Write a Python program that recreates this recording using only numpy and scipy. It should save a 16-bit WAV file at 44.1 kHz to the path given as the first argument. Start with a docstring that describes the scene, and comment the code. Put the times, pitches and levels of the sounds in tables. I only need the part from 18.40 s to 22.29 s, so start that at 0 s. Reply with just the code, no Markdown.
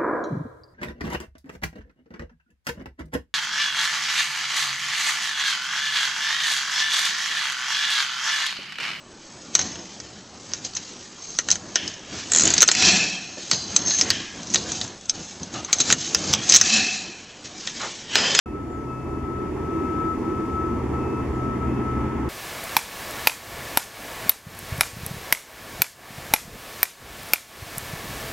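"""A broad roar and low rumble start abruptly and come up over the first second and a half: a propeller aircraft.
Roar, rumble and microphone hiss are shaped stereo noise; blade hum and a wavering low hum are gliding sines.
A turbine whine, steady in pitch and shimmering in level, and its octave are sines with drifting level.
A small bird calls twice, sines that climb and slide down with an echo; a very faint high tone lies underneath."""
import sys
import numpy as np
from scipy import signal
from scipy.fft import rfft, irfft, next_fast_len
from scipy.io import wavfile

SR = 44100
rng = np.random.default_rng(int(sys.argv[2]) if len(sys.argv) > 2 else 0)


def file_out(sig):
    """Save sig as 16-bit WAV at sys.argv[1]."""
    # one column per channel
    cols = np.atleast_2d(sig).T
    # limit, then scale
    lim = np.clip(cols, -1, 1)
    pcm = np.round(lim * 32767).astype(np.int16)
    wavfile.write(sys.argv[1], SR, pcm)


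N = 171549


def from_db(db):
    """Decibels to amplitude gain."""
    return 10 ** (np.asarray(db) / 20)


def rms_one(x):
    """Scale to unit rms."""
    return x / np.sqrt(np.mean(x ** 2) + 1e-20)


def in_time(rows):
    """Columns of a table after the first (seconds), interpolated to one value per sample."""
    row_s, *columns = np.transpose(rows)
    t_s = np.arange(N) / SR
    return [np.interp(t_s, row_s, column) for column in columns]


def at_hz(points, hz):
    """Read a table on a log-frequency axis."""
    point_hz, values = np.array(points).T
    return np.interp(np.log(hz + 1), np.log(point_hz), values)


def drift(corner_hz):
    """Slow random wander of about unit rms: noise through a double pole at corner_hz."""
    step = 40  # samples per slow sample
    warmup = 2000
    pole = np.exp(-2 * np.pi * corner_hz * step / SR)
    noise = rng.standard_normal(N // step + warmup + 2)
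    slow = signal.lfilter([1], [1, -2 * pole, pole * pole], noise)[warmup:]
    return np.interp(np.arange(N) / step, np.arange(len(slow)), rms_one(slow))


def pair(lean_db):
    """Left and right gains, lean_db apart, averaging one."""
    left, right = from_db(lean_db / 2), from_db(-lean_db / 2)
    return np.array([left, right]).reshape(2, -1) * 2 / (left + right)


def tone(hz, lead_rad=0):
    """Stereo sine of rms 1 on a pitch curve; the left phase leads by lead_rad."""
    phase = 2 * np.pi * np.cumsum(hz + np.zeros(N)) / SR
    return np.sqrt(2) * np.sin(phase + lead_rad * np.array([[.5], [-.5]]))


# Stereo image of the noise. Each row: frequency in Hz, left-right correlation.
LIKENESS = [(60, .99), (210, .98), (320, .97), (490, .76), (750, .7), (1150, .65), (1750, .77), (2670, .5),
            (4070, .02), (14400, 0)]
# Each row: frequency in Hz, left minus right in dB.
NOISE_LEAN = [(80, 1), (140, -5.5), (210, 2.5), (320, 0), (490, -5), (750, 2), (1150, -0.5), (1750, 0),
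              (14400, 0)]
# Each row: frequency in Hz, phase by which left leads in rad.
NOISE_LEAD = [(130, 0), (430, -.6), (1380, .4), (2240, -.4), (2580, .2), (2930, -.5), (15000, 0)]


def coloured(spectrum, flicker_db):
    """Stereo noise: shared and opposed parts set the correlation; band-limited, flickering, mid rms 1."""
    size = next_fast_len(N)
    hz = np.fft.rfftfreq(size, 1 / SR)
    left_plus = np.array([[1], [-1]])
    mid, side = rfft(rng.standard_normal((2, size)))
    alike = np.clip(at_hz(LIKENESS, hz), -1, 1)
    both = np.sqrt(1 + alike) * mid + np.sqrt(1 - alike) * side * left_plus
    both = both * from_db(at_hz(spectrum, hz))
    both = both * pair(at_hz(NOISE_LEAN, hz))
    both = both * np.exp(.5j * at_hz(NOISE_LEAD, hz) * left_plus)
    in_band = (hz > spectrum[0][0]) & (hz < spectrum[-1][0])
    noise = irfft(both * in_band, size)[:, :N]
    noise = noise * from_db(flicker_db * drift(8))
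    return noise / noise.mean(axis=0).std()


# Levels of the roar's three humps. Each row: time in seconds, low, middle and upper level in dB.
ROAR_LEVEL = [(.07, -33.5, -48, -55), (.5, -34, -45.5, -53.5), (1.0, -30, -43, -51.5),
              (1.4, -28, -40.5, -48), (1.8, -27.5, -41, -48.5), (2.2, -28.5, -39.5, -48.5),
              (2.6, -27, -39, -47.5), (3.0, -28.5, -40, -47.5), (3.4, -28.5, -39, -46.5),
              (3.89, -28, -37.5, -45.5)]
# Levels of the low hump's lower flank, the valley above it and a throaty strand inside it.
# Each row: time in seconds, level in dB.
FLANK_LEVEL = [(.07, -47.5), (1.0, -42), (1.8, -42), (2.5, -37.5), (3.2, -32.5), (3.89, -34)]
VALLEY_LEVEL = [(.07, -51.5), (.9, -46.5), (2.0, -46.5), (3.0, -44.5), (3.89, -48)]
STRAND_LEVEL = [(1.0, -53), (1.4, -32.5), (2.1, -38), (2.6, -49)]
# Noise spectra of the six layers. Each row: frequency in Hz, relative density in dB per Hz.
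LOW_ROAR = [(80, -1), (110, -10), (150, -8.5), (200, -6.5), (260, -2), (330, 1.5), (420, -5), (520, -15.5),
            (640, -30.5), (800, -59)]
MIDDLE_ROAR = [(600, -15), (750, -5), (850, 1), (950, 2), (1080, -1), (1230, -5.5), (1350, -3),
               (1500, -20.5), (1800, -43)]
UPPER_ROAR = [(1200, -15), (1500, -1), (1750, 1.5), (2100, 0.5), (2600, -7), (3200, -13), (3800, -18),
              (5000, -41)]
FLANK = [(130, -11), (170, -6), (220, 7.5), (270, 5.5), (330, -37)]
VALLEY = [(450, -20), (540, 0), (750, 0), (900, -20)]
STRAND = [(295, -15), (325, 0), (360, -15)]


def roar():
    """Broad noise of propellers and airframe: three humps, a flank, a valley and a strand."""
    low_db, middle_db, upper_db = in_time(ROAR_LEVEL)
    layers = [
        (low_db, LOW_ROAR),
        (middle_db, MIDDLE_ROAR),
        (upper_db, UPPER_ROAR),
        (in_time(FLANK_LEVEL)[0], FLANK),
        (in_time(VALLEY_LEVEL)[0], VALLEY),
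        (in_time(STRAND_LEVEL)[0], STRAND),
    ]
    return sum(from_db(db) * coloured(spectrum, flicker_db=.6) for db, spectrum in layers)


# Rumble level. Each row: time in seconds, level in dB.
RUMBLE_LEVEL = [(.07, -39), (.5, -41.5), (1.0, -37.5), (1.5, -38), (2.0, -38.5), (2.5, -37.5), (3.0, -35.5),
                (3.5, -34.5), (3.89, -41)]
# Rumble spectrum. Each row: frequency in Hz, relative density in dB per Hz.
RUMBLE = [(20, -5), (35, 1.5), (48, 9.5), (57, 7), (70, 9), (82, 11.5), (100, 3), (130, -5), (180, -48)]


def rumble():
    """Low noise, 20 to 180 Hz, under the roar."""
    level_db, = in_time(RUMBLE_LEVEL)
    return from_db(level_db) * coloured(RUMBLE, flicker_db=.6)


# Blade hum. Each row: time in seconds, pitch in Hz, level in dB.
BLADES = [(.07, 128.5, -48.5), (.5, 128.3, -37), (1.2, 128, -39.5), (1.6, 127.5, -47), (2.0, 127.2, -42),
          (2.5, 126.8, -33.5), (3.0, 125.8, -33.5), (3.6, 125.5, -32.5), (3.89, 124, -34)]
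BLADE_LEAN_DB, BLADE_WAVER_DB, BLADE_WAVER_HZ = 2.5, 1.5, 3.6


def blades():
    """Blade-passing hum: a sine that sinks a little in pitch and wavers in level."""
    hz, level_db = in_time(BLADES)
    level_db = level_db + BLADE_WAVER_DB * drift(BLADE_WAVER_HZ)
    return from_db(level_db) * pair(BLADE_LEAN_DB) * tone(hz)


# Low hum that swells and sinks. Each row: time in seconds, pitch in Hz, level in dB.
THROB = [(.07, 67, -45), (.8, 74, -42), (1.1, 73.2, -44), (1.25, 74.9, -42), (1.5, 75.4, -39),
         (1.8, 77.3, -52), (2.1, 70.8, -40), (2.4, 70.3, -37), (2.57, 70.5, -29), (2.75, 70, -49),
         (2.92, 70, -28), (3.08, 69.3, -46), (3.28, 69, -29.5), (3.43, 68.5, -40), (3.6, 68, -29),
         (3.72, 68, -39), (3.89, 67.8, -29)]


def throb():
    """Wavering low hum under the blades: one sine on pitch and level curves."""
    hz, level_db = in_time(THROB)
    return from_db(level_db) * tone(hz)


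# Shimmer of the whine. Each row: time in seconds, level in dB.
WHINE_LEVEL = [(0.07, -41), (0.11, -49), (0.15, -38.5), (0.27, -45), (0.36, -38), (0.46, -42), (0.52, -35),
               (0.65, -46), (0.75, -38), (0.8, -44.5), (0.84, -38), (1.01, -35), (1.1, -40), (1.135, -61),
               (1.18, -41.5), (1.25, -37), (1.57, -31), (1.63, -28), (1.72, -28), (1.8, -50), (1.84, -40),
               (1.86, -33), (1.91, -36), (1.94, -31.5), (2.07, -37.5), (2.17, -28), (2.25, -30),
               (2.41, -39), (2.43, -50), (2.46, -43), (2.51, -63), (2.54, -33.5), (2.57, -34), (2.68, -39),
               (2.81, -34.5), (2.87, -48.5), (2.965, -37), (3.0, -34.5), (3.1, -32.5), (3.15, -34.5),
               (3.19, -45), (3.22, -33), (3.25, -32.5), (3.31, -42), (3.42, -39), (3.48, -31), (3.61, -34),
               (3.67, -36.5), (3.86, -40.5), (3.89, -42)]
# Stereo lean of the whine. Each row: time in seconds, left minus right in dB.
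WHINE_LEAN = [(.07, 1), (.4, 8), (.6, 5), (.85, 10), (1.1, 6), (1.5, 9), (2.0, 6), (3.0, 5), (3.3, 10),
              (3.55, 3), (3.89, 2)]
# The octave comes and goes. Each row: time in seconds, level in dB.
OCTAVE_LEVEL = [(0.07, -57), (0.23, -75), (0.46, -73), (0.49, -58), (0.8, -59), (0.84, -74), (0.99, -64),
                (1.04, -75), (1.18, -60), (1.28, -72), (1.32, -56.5), (1.6, -63.5), (2.45, -66),
                (2.62, -56.5), (2.85, -54), (2.87, -75), (3.11, -60), (3.24, -72), (3.3, -52.5),
                (3.42, -57), (3.54, -75), (3.61, -59), (3.86, -68), (3.89, -71)]
WHINE_HZ, WHINE_WANDER_HZ = 1304.3, 1.0
WHINE_LEAD_RAD, WHINE_LEAD_WANDER_RAD = .8, .6
WHINE_FLUTTER_DB, OCTAVE_FLUTTER_DB, FLUTTER_HZ = .7, 2.5, 15
OCTAVE_LEAN_DB = 4


def whine():
    """Turbine tone and octave; moving air bends the path, so the phase drifts between microphones."""
    level_db, = in_time(WHINE_LEVEL)
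    lean_db, = in_time(WHINE_LEAN)
    octave_db, = in_time(OCTAVE_LEVEL)
    hz = WHINE_HZ + WHINE_WANDER_HZ * drift(2.42)
    lead_rad = WHINE_LEAD_RAD + WHINE_LEAD_WANDER_RAD * drift(1.36)
    level_db = level_db + WHINE_FLUTTER_DB * drift(FLUTTER_HZ)
    octave_db = octave_db + OCTAVE_FLUTTER_DB * drift(FLUTTER_HZ)
    fundamental = from_db(level_db) * pair(lean_db) * tone(hz, lead_rad)
    octave = from_db(octave_db) * pair(OCTAVE_LEAN_DB) * tone(2 * hz, lead_rad)
    return fundamental + octave


# Microphone hiss as the gain comes up. Each row: time in seconds, level in dB.
HISS_LEVEL = [(.07, -64.5), (.5, -62), (.9, -61.5), (1.4, -58.5), (2.5, -58.5), (3.89, -59)]
# Hiss spectrum. Each row: frequency in Hz, relative density in dB per Hz.
HISS = [(800, -20), (2000, -4), (3500, 0), (7400, -1), (8300, -5), (10500, -7), (12500, -11), (13800, -15),
        (14450, -21), (14550, -30), (15200, -32)]


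def hiss():
    """Noise of the microphone pair, nearly uncorrelated in the treble."""
    level_db, = in_time(HISS_LEVEL)
    return from_db(level_db) * coloured(HISS, flicker_db=.2)


def faint_tone():
    """Very faint, steady high sine."""
    return from_db(-93) * tone(13169)


# Bird calls. Each row: time of the top in seconds, fall in seconds, top pitch in Hz, fall rate in Hz per s,
# level in dB before the blur, rise level relative to the top in dB before the envelope's power.
BIRD = [(.318, .19, 7350, 13000, -69, -2), (2.932, .2, 7600, 19000, -66.5, -12)]
BIRD_RISE_S, BIRD_RISE_HZ_PER_S, BIRD_BLUR_HZ = .07, 13000, 60
BIRD_ECHO_S, BIRD_ECHO_DB = .022, -5


def bird():
    """Thin whistle climbs and slides down, broken up by distance; the echo swaps left and right."""
    t_s = np.arange(N) / SR
    calls = 0
    for top_s, fall_s, top_hz, fall_hz_per_s, level_db, rise_db in BIRD:
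        from_top_s = t_s - top_s
        climb_hz = -BIRD_RISE_HZ_PER_S * from_top_s
        slide_hz = fall_hz_per_s * from_top_s
        below_top_hz = np.where(from_top_s < 0, climb_hz, slide_hz)
        hz = top_hz - np.clip(below_top_hz, 0, top_hz)
        envelope = np.interp(from_top_s, [-BIRD_RISE_S, -.01, 0, fall_s], [0, from_db(rise_db), 1, 0]) ** .7
        blur = np.array([1 + .5 * drift(BIRD_BLUR_HZ), 1 + .5 * drift(BIRD_BLUR_HZ)])
        calls = calls + from_db(level_db) * envelope * blur * tone(hz)
    echo = np.roll(calls[::-1], int(BIRD_ECHO_S * SR), axis=1)
    return calls + from_db(BIRD_ECHO_DB) * echo


def scene():
    """All sources at the microphone pair."""
    aircraft = roar() + rumble() + blades() + throb() + whine()
    return aircraft + hiss() + faint_tone() + bird()


# Narrow dips. Each row: centre in Hz, width in Hz, depth in dB.
NOTCHES = [(3940, 330, -9), (7868, 260, -22)]
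START_S, START_RISE_S = .0582, .002
CUTOFF_HZ = 15140


def record(dry):
    """Two narrow notches (a scaled resonance subtracted), an abrupt start and a steep top cut."""
    out = dry
    for hz, width_hz, depth_db in NOTCHES:
        b, a = signal.iirpeak(hz, hz / width_hz, fs=SR)
        out = out - (1 - from_db(depth_db)) * signal.lfilter(b, a, out)
    rise = np.clip((np.arange(N) / SR - START_S) / START_RISE_S, 0, 1)
    out = out * np.sin(np.pi / 2 * rise) ** 2
    # order 12, 0.5 dB ripple, 70 dB stopband
    top_cut = signal.ellip(12, .5, 70, CUTOFF_HZ, fs=SR, output="sos")
    return signal.sosfilt(top_cut, out)


dry = scene()
out = record(dry)
file_out(out)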